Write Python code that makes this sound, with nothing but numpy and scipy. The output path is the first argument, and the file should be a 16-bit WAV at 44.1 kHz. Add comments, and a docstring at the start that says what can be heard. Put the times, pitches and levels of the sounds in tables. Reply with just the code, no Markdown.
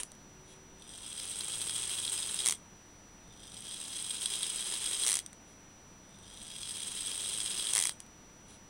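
"""Clock gear train run-downs

A brass clock movement runs down three times on a bench, heard close by. A wooden stick frees the fly, a
two-vaned air brake; teeth (ticks and grainy noise) and jumping pivots excite the resonances of frame and brass.
The lowered stick brakes the fly: the vanes slap it ever more slowly, as impulses through filters, and stop.
Filtered noise and sines give room rumble, hum, wandering tones and a steady thin electrical whine."""
import sys
import numpy as np
from scipy import signal
from scipy.fft import rfft, irfft
from scipy.io import wavfile

SR = 44100
rng = np.random.default_rng(int(sys.argv[2]) if len(sys.argv) > 2 else 0)


def unload_audio(sound):
    """Save the sound as a 16-bit wav file, at the path given as the first command line argument."""
    columns = np.transpose(np.atleast_2d(sound))
    # keep every value between -1 and 1, then stretch to whole-number steps
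    steps = np.round(np.clip(columns, -1, 1) * 32767)
    wavfile.write(sys.argv[1], SR, steps.astype(np.int16))


N = 383229
TIME = np.arange(N) / SR

# Room noise spectrum: freq_hz, relative_db
ROOM_SPECTRUM = [(20, -1.5), (45, 2.5), (68, -4), (110, -3), (190, 0), (290, -4.5), (420, -8), (850, -10.5),
                 (1500, -13.5), (3000, -18), (6000, -23), (10000, -25), (11500, -32), (15500, -33.5)]
# Appliance hum: freq_hz, level_db_rms
HUM_TONES = [(47, -82.5), (95, -71), (199.2, -71.5), (231.5, -86), (299, -73), (899, -76)]
# Faint gliding tones under a Gaussian swell: middle_s, swell_sigma_s, freq_hz, glide_hz_per_s, level_db_rms
WANDERING_TONES = [(0.519, 0.25, 375, 24.5, -64.5), (.4, 0.27, 149.6, 8.4, -67.5),
                   (1.65, 0.13, 148, 3.7, -63.5), (1.951, 0.39, 99.8, 11, -63),
                   (3.6, 0.085, 114, 0.74, -66), (7.202, 0.89, 99.5, 3.6, -68)]
# Dense upper modes of the frame: freq_hz, relative_db
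FRAME_SPECTRUM = [(100, -44.5), (370, -3.5), (650, -13), (1000, -7.5), (2200, -8), (2800, -2), (4000, -3),
                  (4600, -12.5), (5500, -8), (7700, -3), (10700, 0.5), (12300, -24.5), (14000, -58),
                  (15600, -12.5)]
# Ringing of the fly and its arbor: freq_hz, width_hz, relative_db
ARBOR_MODES = [(8400, 170, 3), (8980, 300, -14), (9935, 55, -8), (10500, 350, -15), (12900, 70, -23)]
# Ringing of the wheels: freq_hz, width_hz, relative_db
WHEEL_MODES = [(3239, 140, -2), (3330, 20, -4), (3320, 62, -3.5), (3770, 170, -8), (3970, 310, -11),
               (5052, 147, -6), (6060, 120, -11), (6230, 530, -19.5)]
# Slap on a vane: freq_hz, relative_db
VANE_SPECTRUM = [(120, -32), (400, -19.5), (700, -14.5), (1150, -7.5), (1550, -14.5), (2000, -3.5),
                 (2800, -10), (4000, -5.5), (5000, -7.5), (5900, 0.5), (6700, -3), (9100, 3.5),
                 (10700, -1.5), (12500, -16.5), (15600, -21)]
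# Single touches of stick and vane, first graze or last creep: start_s, force_db
STICK_TOUCHES = [(0.0334, -19.5), (0.118, -31.5), (0.1515, -44), (5.049, -17), (5.2626, -27), (5.3302, -34),
                 (7.7353, -13), (8.0034, -28), (8.0645, -45)]
# Frame brushing the bench as the hand shifts: middle_s, swell_sigma_s, force_db
BENCH_BRUSHES = [(0.512, 0.035, -60), (5.507, 0.029, -66.5), (8.506, 0.02, -59.5), (8.554, 0.016, -60.5)]
# Stick frees the fly: start_s, spin_up_s, fly_drive_db, wheel_drive_db, slap_force_db
RELEASES = [(.70, .45, -37.5, -45, -11), (3.199, 0.71, -37, -43, -12), (6.00, .9, -36.5, -42.5, -11)]
# Stick meets the vanes: start_s, nominal_speed_turns_per_s, braking_s
STICK_STOPS = [(2.4601, 64.9, .0784), (5.065, 66.2, .1252), (7.7518, 57.9, .144)]
# Ringing of a wheel under slow teeth: freq_hz, width_hz, relative_db
TINKLE_MODES = [(3590, 41, 0)]
# Single jumps of an arbor in its pivot hole: start_s, force_db
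ARBOR_JUMPS = [(1.408, -28.5), (1.695, -27.5), (2.078, -28.5), (2.403, -28), (3.623, -42), (3.669, -40),
               (4.258, -24.5), (4.337, -28), (4.465, -31), (4.861, -28), (4.931, -29), (5.035, -22),
               (6.693, -34), (7.011, -36), (7.402, -30), (7.576, -29), (7.670, -27)]

ROOM_DB_RMS = -57.0
WHINE_HZ, WHINE_DB_RMS = 5879.7, -61.5

# Braking: at CATCH_SHARE of full speed the stick holds a vane; the train then halts with time constant CATCH_S
CATCH_SHARE, CATCH_S = 1 / 3, .012
VANE_SKEW_TURNS = .025  # lateness of the second vane
SLAP_SPEED_POWER, SLAP_SPREAD_DB = .45, .6  # slow vanes slap more softly
REBOUND_MAX_SHARE = .55

PINION_LEAVES = 6
FLY_SPEED_POWER, WHEEL_SPEED_POWER = 1.92, 1.56  # chatter against speed, spinning up
BRAKED_POWER = 0.41  # chatter against falling speed: slaps keep the train shaking
TINKLE_DRIVE_DB, TINKLE_PACE = -66, 0.25  # drive, and share of full speed where it is clearest

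# Chance jumps, weakened at low speed
JUMPS_PER_S, JUMP_FORCE_DB, JUMP_SPREAD_DB, JUMP_SPEED_POWER = 18, -32.0, 1.0, 1.4
JUMP_RISE_S, JUMP_FALL_S = 0.00024, 0.0018
JUMP_LOW_CUT_HZ = 2200  # tiny contacts carry little bass

CUTOFF_HZ = 15800


def from_db(db):
    """Decibels to gain."""
    return 10 ** (np.asarray(db) / 20)


def rms_one(x):
    """Scale to rms 1."""
    return x / np.sqrt(np.mean(x ** 2) + 1e-20)


def drift(rate_hz):
    """Low-passed noise of rms 1, computed every 20 samples and interpolated."""
    pole = np.exp(-40 * np.pi * rate_hz / SR)
    white = rng.standard_normal(N // 20 + 4002)
    slow = signal.lfilter([1], [1, -2 * pole, pole * pole], white)[4000:]  # skip filter start
    return np.interp(np.arange(N) / 20, np.arange(len(slow)), rms_one(slow))


def response(spectrum=(), modes=(), size=8192):
    """Minimum-phase impulse response of unit energy, from a broad spectrum or ringing modes."""
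    hz = np.maximum(np.fft.rfftfreq(size, 1 / SR), 1)
    power = np.full(len(hz), 1e-7)
    if len(spectrum):
        points_hz, db = np.transpose(spectrum)
        power += from_db(np.interp(np.log(hz), np.log(points_hz), db)) ** 2
    for centre_hz, width_hz, db in modes:
        detuning = (hz ** 2 - centre_hz ** 2) / (hz * width_hz)
        power += from_db(db) ** 2 / (1 + detuning ** 2)
    # folded cepstrum makes the response causal
    cepstrum = irfft(np.log(power))
    cepstrum[0] /= 2
    impulse = irfft(np.exp(rfft(cepstrum[:size // 2], size)))
    return impulse / np.linalg.norm(impulse)


def through(x, impulse):
    """Convolve with an impulse response, cut to scene length."""
    return signal.fftconvolve(x, impulse)[:N]


def background():
    """Dull noise, phase-wavering hum, gliding tones and one steady high whine."""
    air = from_db(ROOM_DB_RMS) * through(rng.standard_normal(N), response(ROOM_SPECTRUM))
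    tones = np.zeros(N)
    for hz, db in HUM_TONES:
        tones += from_db(db) * np.sin(2 * np.pi * hz * TIME + 1.14 * drift(2.8))
    for middle_s, sigma_s, hz, glide_hz_per_s, db in WANDERING_TONES:
        t = TIME - middle_s
        swell = from_db(db) * np.exp(-.5 * (t / sigma_s) ** 2)
        tones += swell * np.sin(2 * np.pi * (hz + glide_hz_per_s * t / 2) * t)
    tones += from_db(WHINE_DB_RMS) * np.sin(2 * np.pi * WHINE_HZ * TIME)
    return air + np.sqrt(2) * tones  # rms to peak


def settling(force_db, t60_s):
    """Decaying noise force: the train rattles to rest against the stick, shaking frame and arbor."""
    force = from_db(force_db - 60 * TIME / t60_s) * rng.standard_normal(N)
    frame = through(force, response(FRAME_SPECTRUM))
    arbor = through(force, response(modes=ARBOR_MODES))
    return frame + 0.76 * arbor


def brass(force, wheels_db):
    """Fly arbor and wheels ring together under one force."""
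    ringing = response(modes=ARBOR_MODES) + from_db(wheels_db) * response(modes=WHEEL_MODES)
    return through(force, ringing)


def braking(turns_per_s, braking_s, t):
    """Fly speed t seconds after the stick bites: linear fall until a vane is caught, then a fast halt."""
    slowed = 1 - (1 - CATCH_SHARE) * np.clip(t / braking_s, 0, 1)
    return turns_per_s * slowed * np.exp(-np.maximum(t - braking_s, 0) / CATCH_S)


def vane_blows():
    """While the fly is braked a vane meets the stick every half turn: rows of start_s, force_db."""
    blows = []
    for (*_, slap_db), (bite_s, full_speed, braking_s) in zip(RELEASES, STICK_STOPS):
        t = TIME[TIME < braking_s]
        speed = braking(full_speed, braking_s, t)
        turns = np.cumsum(speed) / SR
        vane = np.arange(int(2 * turns[-1]) + 1)
        blow_turns = vane / 2 + VANE_SKEW_TURNS * (vane % 2)
        when_s = np.interp(blow_turns, turns, t)
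        share = np.interp(when_s, t, speed) / full_speed
        spread_db = SLAP_SPREAD_DB * rng.standard_normal(len(vane))
        db = slap_db + SLAP_SPEED_POWER * 20 * np.log10(share) + spread_db
        blows += zip(bite_s + when_s, db)
    return blows


def slaps(crack_db, ring_db, buzz_db):
    """A vane cracks on the stick, rebounds within 0.2-0.8 ms, buzzes on its arbor and rings the brass."""
    force = np.zeros(N)
    blows = list(STICK_TOUCHES) + vane_blows()
    for (start_s, db), (delay, share) in zip(blows, rng.random((len(blows), 2))):
        rebound_s = start_s + .0002 + .0006 * delay
        force[round(start_s * SR)] += from_db(db)
        force[round(rebound_s * SR)] += from_db(db) * REBOUND_MAX_SHARE * share
    buzz_decay = np.exp(-TIME[:SR // 20] / .0011)
    buzz = through(force, buzz_decay) * rng.standard_normal(N)
    crack = through(from_db(crack_db) * force + from_db(buzz_db) * buzz, response(VANE_SPECTRUM))
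    return crack + from_db(ring_db) * brass(force, wheels_db=-4.5)


def brushes(grain_db, ring_db):
    """Soft, grainy friction under the frame, faintly ringing the wheels."""
    swell = np.zeros(N)
    for middle_s, sigma_s, db in BENCH_BRUSHES:
        swell += from_db(db) * np.exp(-.5 * ((TIME - middle_s) / sigma_s) ** 2)
    friction = rng.standard_normal(N) * from_db(grain_db * drift(120))
    force = swell * rms_one(friction)
    wheels = through(force, response(modes=WHEEL_MODES))
    return through(force, response(FRAME_SPECTRUM)) + from_db(ring_db) * wheels


def motion():
    """Exponential spin-up, then braking: fly speed (turns/s), pace (speed share), fly and wheel drive."""
    speed, pace, at_fly, at_wheels = np.zeros((4, N))
    for release, stop in zip(RELEASES, STICK_STOPS):
        release_s, spin_up_s, fly_db, wheel_db, _ = release
        bite_s, full_speed, braking_s = stop
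        running_s = np.clip(TIME - release_s, 0, bite_s - release_s)
        gathered = 1 - np.exp(-running_s / spin_up_s)
        gathered = gathered / gathered.max()
        braked = braking(0.99, braking_s, TIME - bite_s)  # tops out at 0.99 of nominal
        speed += full_speed * gathered * braked
        pace += gathered * braked
        at_fly += from_db(fly_db) * gathered ** FLY_SPEED_POWER * braked ** BRAKED_POWER
        at_wheels += from_db(wheel_db) * gathered ** WHEEL_SPEED_POWER * braked ** BRAKED_POWER
    return speed, pace, at_fly, at_wheels


def flutter(rate_hz, depth_db):
    """Random gain of a loose pivot, held within twice depth_db by the play in its hole."""
    return from_db(depth_db * 2 * np.tanh(drift(rate_hz) / 2))


def mesh(turns, uneven_db, slide, grain_db):
    """Tooth force: pinion leaves drop in with uneven, jittered ticks, then slide grainily."""
    leaf = np.floor(PINION_LEAVES * turns + .15 * drift(150))
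    sizes = from_db(uneven_db * (2 * rng.random(N) - 1)) * np.sign(rng.standard_normal(N))
    ticks = (np.diff(leaf, prepend=0) > 0) * sizes
    rubbing = rng.standard_normal(N) * from_db(grain_db * drift(205))
    return (rms_one(ticks) + slide * rms_one(rubbing)) / np.hypot(1, slide)


def train(frame_db, arbor_db, wheels_db, gear_tone_db, wobble_db):
    """Teeth and pivots shake the frame and ring the brass; the pinion adds a faint tone at leaf rate."""
    speed, pace, at_fly, at_wheels = motion()
    turns = np.cumsum(speed) / SR
    # load swings as each vane passes the plate, and with play in the train
    load = from_db(wobble_db * np.cos(4 * np.pi * turns))
    load = load * flutter(rate_hz=170, depth_db=2.2) * flutter(rate_hz=27, depth_db=0.94)
    at_fly, at_wheels = load * at_fly, load * at_wheels
    # faster teeth slide more and hit the frame slightly harder
    teeth = [mesh(turns, uneven_db=5.0, slide=2.2 * pace, grain_db=2.2) for _ in range(3)]
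    hardness_db = 0.37 * (pace - 1)
    frame = through(teeth[0] * at_fly * from_db(frame_db + hardness_db), response(FRAME_SPECTRUM))
    arbor_force = teeth[1] * at_fly * flutter(rate_hz=110, depth_db=3.0)
    arbor = through(arbor_force, response(modes=ARBOR_MODES))
    wheel_force = teeth[2] * at_wheels * flutter(rate_hz=110, depth_db=2.5)
    wheels = through(wheel_force, response(modes=WHEEL_MODES))
    # slow teeth tinkle one by one
    slow = pace / TINKLE_PACE * np.exp(1 - pace / TINKLE_PACE)
    ticks = mesh(turns, uneven_db=4.0, slide=.2, grain_db=2.0)
    tinkle = through(ticks * slow * from_db(TINKLE_DRIVE_DB), response(modes=TINKLE_MODES))
    leaf_phase = 2 * np.pi * PINION_LEAVES * turns + 0.76 * drift(16)
    tone = at_fly * np.sin(leaf_phase) * from_db(gear_tone_db + 1.0 * drift(23))
    return frame + from_db(arbor_db) * arbor + from_db(wheels_db) * wheels + tinkle + tone


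def jumps(frame_db, brass_db):
    """A jumping arbor makes a burst of tiny contacts, a few ms long, jolting frame and brass."""
    _, pace, _, _ = motion()
    by_chance = rng.random(N) < JUMPS_PER_S / SR
    chance_db = JUMP_FORCE_DB + JUMP_SPREAD_DB * rng.standard_normal(N)
    jolts = by_chance * pace ** JUMP_SPEED_POWER * from_db(chance_db)
    for start_s, db in ARBOR_JUMPS:
        jolts[round(start_s * SR)] += from_db(db)
    t = TIME[:SR // 25]
    shape = (1 - np.exp(-t / JUMP_RISE_S)) * np.exp(-t / JUMP_FALL_S)
    force = through(jolts, shape / shape.max()) * rng.standard_normal(N)
    force = signal.lfilter(*signal.butter(1, JUMP_LOW_CUT_HZ, "high", fs=SR), force)
    frame = through(force, response(FRAME_SPECTRUM))
    return from_db(frame_db) * frame + from_db(brass_db) * brass(force, wheels_db=3.0)


def tail(t60_s, rise_s):
    """Diffuse reflections of unit energy: noise that builds up and dies away."""
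    t = TIME[:SR // 2]
    echoes = rng.standard_normal(len(t)) * from_db(-60 * t / t60_s) * (1 - np.exp(-t / rise_s))
    return echoes / np.linalg.norm(echoes)


def scene():
    """The movement on the bench in a small, dry room."""
    clock = settling(force_db=-35.0, t60_s=0.086)
    clock = clock + slaps(crack_db=4.0, ring_db=-5.5, buzz_db=-9.5)
    clock = clock + brushes(grain_db=2.5, ring_db=-7.5)
    clock = clock + train(frame_db=-5.5, arbor_db=-3.0, wheels_db=-1.04, gear_tone_db=-29.5, wobble_db=2.0)
    clock = clock + jumps(frame_db=-5.5, brass_db=-5.5)
    room = from_db(-14.0) * through(clock, tail(t60_s=.15, rise_s=.004))
    return (clock + room + background())[None]


def record(dry):
    """Microphone with a deep treble notch, then a steep elliptic low-pass."""
    notch_hz, notch_q = 11850, 9.0
    coloured = signal.lfilter(*signal.iirnotch(notch_hz, notch_q, fs=SR), dry)
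    low_pass = signal.ellip(10, .2, 70, CUTOFF_HZ, fs=SR, output="sos")
    return signal.sosfilt(low_pass, coloured)


dry = scene()
out = record(dry)
unload_audio(out)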